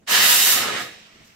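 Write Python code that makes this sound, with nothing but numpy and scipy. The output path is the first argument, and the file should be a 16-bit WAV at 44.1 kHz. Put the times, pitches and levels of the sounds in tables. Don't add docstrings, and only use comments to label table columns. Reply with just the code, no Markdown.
import sys
import numpy as np
from scipy import signal
from scipy.fft import rfft, irfft
from scipy.io import wavfile
from scipy.ndimage import uniform_filter1d

SR = 44100
rng = np.random.default_rng(int(sys.argv[2]) if len(sys.argv) > 2 else 0)


def to_wav(s):
    ch = np.atleast_2d(s).T
    pcm = np.round(np.clip(ch, -1, 1) * 32767)
    wavfile.write(sys.argv[1], SR, pcm.astype(np.int16))


N = 59535
T = np.arange(N) / SR


def amp(db):
    return 10 ** (np.asarray(db) / 20)


def unit(x):
    return x / np.sqrt(np.mean(x ** 2) + 1e-20)


def at_hz(points, hz):
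    f, value = np.transpose(points)
    return np.interp(np.log(hz + 1), np.log(f + 1), value)


def level(points):
    return amp(np.interp(T, *np.transpose(points)))


def spectral(x, gain):
    return irfft(rfft(x, 2 * N) * gain(np.fft.rfftfreq(2 * N, 1 / SR)))[..., :N]


def turbulence(spectrum, flutter_db, patchy_db):
    size, hop = 256, 64
    bands, frames = size // 2 + 1, N // hop + 5
    patches = uniform_filter1d(rng.standard_normal((bands, frames)), size=6, axis=0)
    patches = unit(uniform_filter1d(patches, size=24, axis=1))
    flutter = unit(uniform_filter1d(rng.standard_normal(frames), size=12))
    grains = rng.standard_normal((2, bands, frames)) + 1j * rng.standard_normal((2, bands, frames))
    grains *= amp(patchy_db * patches + flutter_db * flutter)
    noise = signal.istft(grains, nperseg=size, noverlap=size - hop)[1][:, :N]
    return unit(spectral(noise, lambda f: amp(at_hz(spectrum, f))))


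def room_tone():
    # (frequency [Hz], rms level [dB])
    tones = [(98, -86), (172, -76.5), (216, -65.5), (656, -71.5)]
    # (frequency [Hz], relative level [dB])
    colour = [(25, -8), (60, -8), (100, -2.5), (210, -5), (330, -7), (600, -11.5), (1000, -16.5),
              (3000, -25.5), (8000, -30), (11000, -37), (16000, -40)]
    hum = sum(amp(db) * np.sqrt(2) * np.sin(2 * np.pi * (hz * T + rng.random((2, 1))))
              for hz, db in tones)
    start_db, swell_db_per_s = -60, 1
    background = turbulence(colour, flutter_db=-0.5, patchy_db=3.1)
    return hum + amp(start_db + swell_db_per_s * T) * background


def jet():
    # (time [s], level [dB])
    roar_level = [(.057, -88), (.066, -52), (.078, -28), (.105, -21.5), (.15, -15), (.28, -19),
                  (.40, -22.5), (.53, -22.5), (.70, -31), (.77, -32), (.82, -32), (.86, -48.5), (.98, -100)]
    sizzle_level = [(.055, -95), (.08, -37), (.11, -19.5), (.19, -21), (.29, -14), (.41, -16), (.525, -15),
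                    (.61, -31), (.68, -57), (.75, -46), (.82, -39.5), (.86, -50), (.95, -110)]
    rush_level = [(.06, -85), (.09, -36), (.17, -30.5), (.31, -35.5), (.48, -38), (.56, -28), (.62, -30),
                  (.72, -29), (.83, -34.5), (.88, -49), (.98, -81)]
    # (frequency [Hz], relative level [dB])
    roar_colour = [(100, -27), (400, -19), (520, -14), (630, -17.5), (760, -6.5), (1400, -7.5), (1850, 0.5),
                   (2300, -6), (2850, -2), (3400, -6), (4000, -5), (5500, -8.5), (8200, -11.5), (9500, -19),
                   (12000, -33), (16000, -29)]
    sizzle_colour = [(500, -43), (2500, -1), (4500, -1.5), (6500, 2), (8300, 4), (9100, -2.5), (10000, -3),
                     (11200, 6), (12400, 3), (14000, 3), (16000, -2)]
    rush_colour = [(30, -33), (72, -32), (98, -3), (135, -0.5), (170, -3.5), (220, -2.5), (360, -1.5),
                   (620, -2.5), (1100, -2.5), (2500, -4), (8000, -60)]
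    gush_colour = [(300, -19), (900, -7.5), (1400, -10), (2000, 10), (2700, -2.5), (3400, 1), (5000, -45),
                   (10000, -45)]
    roar = level(roar_level) * turbulence(roar_colour, flutter_db=1.5, patchy_db=0.4)
    sizzle = level(sizzle_level) * turbulence(sizzle_colour, flutter_db=-0.27, patchy_db=1.73)
    rush = level(rush_level) * turbulence(rush_colour, flutter_db=0.7, patchy_db=2.7)
    gush_at_s, gush_width_s, gush_db = 0.754, 0.026, -30
    gush_swell = amp(gush_db) * np.exp(-((T - gush_at_s) / gush_width_s) ** 2 / 2)
    gush = gush_swell * turbulence(gush_colour, flutter_db=0.7, patchy_db=0.4)
    return roar + sizzle + rush + gush


def ringing(steam):
    # (frequency [Hz], width [Hz], level against the plain jet [dB])
    tones = [(375, 10, -6.5), (1246, 20, 7.5), (1704, 22, 2), (1928, 18, -2), (1993, 24, -14),
             (2707, 40, -2.5), (2946, 30, -0.5), (3060, 20, 3.5), (3780, 140, 0), (5100, 24, 5.5),
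             (5840, 37, -15), (7000, 24, -9), (8220, 28, -13)]
    rings = 0
    for hz, width, db in tones:
        decay = np.exp(-np.pi * width / SR)
        feedback = decay * np.exp(2j * np.pi * hz / SR)
        rings += amp(db) * 2 * signal.lfilter([1 - decay], [1, -feedback], steam).real
    return rings


def echoes(x, fade_times, per_second):
    taps = rng.choice([-1., 1.], (2, SR)) * (rng.random((2, SR)) < per_second / SR)
    hz, t, bands = signal.stft(taps, SR, nperseg=256)
    fade = 1000 ** (-t / at_hz(fade_times, hz)[:, None])
    tail = signal.istft(bands * fade, SR, nperseg=256)[1]
    tail /= np.linalg.norm(tail, axis=1, keepdims=True)
    return signal.fftconvolve(x, tail, axes=1)[:, :N]


def workshop(x):
    # (frequency [Hz], time to fade by 60 dB [s])
    near_fade = [(100, 0.069), (16000, 0.069)]
    room_fade = [(100, 0.36), (500, 0.62), (1200, 0.31), (2500, 0.54), (6000, 0.52), (10000, 0.47),
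                 (16000, .3)]
    near_gain, room_gain = amp(-5), amp(-3)
    near = near_gain * echoes(x, near_fade, per_second=1500)
    far = room_gain * echoes(x, room_fade, per_second=3000)
    return (x + near + far) / np.sqrt(1 + near_gain ** 2 + room_gain ** 2)


def leak():
    # (frequency [Hz], relative level [dB])
    hiss_colour = [(300, -9), (900, -9), (1250, -3), (1550, -4.5), (1800, -1.5), (3000, -2), (4800, -8.5),
                   (5600, -6), (6500, -13), (8000, -13.5), (9600, -32), (12000, -24), (16000, -32)]
    spit_colour = [(2000, -27), (6000, 6), (8000, -1), (9800, -8), (12500, -2), (15500, -6)]
    # (start [s], level [dB], time to fade by 60 dB [s])
    spits = [(1.145, -80, .4), (1.2, -63, .3), (1.243, -57.5, 0.52), (1.3, -66, .3)]
    start_s, rise_s, hiss_db, fade_db_per_s = 0.86, 0.08, -46.5, 19.5
    age = np.maximum(T - start_s, 0)
    hiss_level = np.minimum(age / rise_s, 1) * amp(hiss_db - fade_db_per_s * age)
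    hiss = hiss_level * turbulence(hiss_colour, flutter_db=-0.7, patchy_db=0.8)
    spit_level, spit_rise_s = 0, 0.007
    for spit_s, db, fade_s in spits:
        age = np.maximum(T - spit_s, 0)
        spit_level += np.minimum(age / spit_rise_s, 1) * amp(db - 60 * age / fade_s)
    return hiss + spit_level * turbulence(spit_colour, flutter_db=2.0, patchy_db=2.5)


def spread(pair):
    # (frequency [Hz], likeness [1 = the same, 0 = unrelated])
    likeness = [(30, .55), (80, 1), (250, 0.8), (500, 0.38), (1000, 0.45), (3000, 0.17), (8000, -0.053),
                (16000, -.1)]
    # (frequency [Hz], left minus right [dB])
    lean = [(60, 3), (250, -0.5), (1000, 0), (2500, -3), (5000, -2.5), (9000, -2), (13000, -2.5)]
    mid = spectral(pair[0], lambda f: np.sqrt((1 + at_hz(likeness, f)) / 2))
    side = spectral(pair[1], lambda f: np.sqrt((1 - at_hz(likeness, f)) / 2))
    left_right = np.array([mid + side, mid - side])
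    return spectral(left_right, lambda f: amp(np.outer([.5, -.5], at_hz(lean, f))))


def scene():
    delays_s = [0, 0.000443]
    valve = spectral(spread(leak()), lambda f: np.exp(-2j * np.pi * np.outer(delays_s, f)))
    steam = jet()
    return spread(workshop(steam + ringing(steam)) + room_tone()) + valve


def record(dry):
    knee, ceiling = 0.65, 0.88
    headroom = ceiling - knee
    over = np.maximum(abs(dry) - knee, 0)
    rounded = dry - np.sign(dry) * (over - headroom * np.tanh(over / headroom))
    treble_cut = signal.firwin(511, cutoff=15800, window=("kaiser", 9), fs=SR)
    return signal.oaconvolve(rounded, treble_cut[None], "same")


dry = scene()
out = record(dry)
to_wav(out)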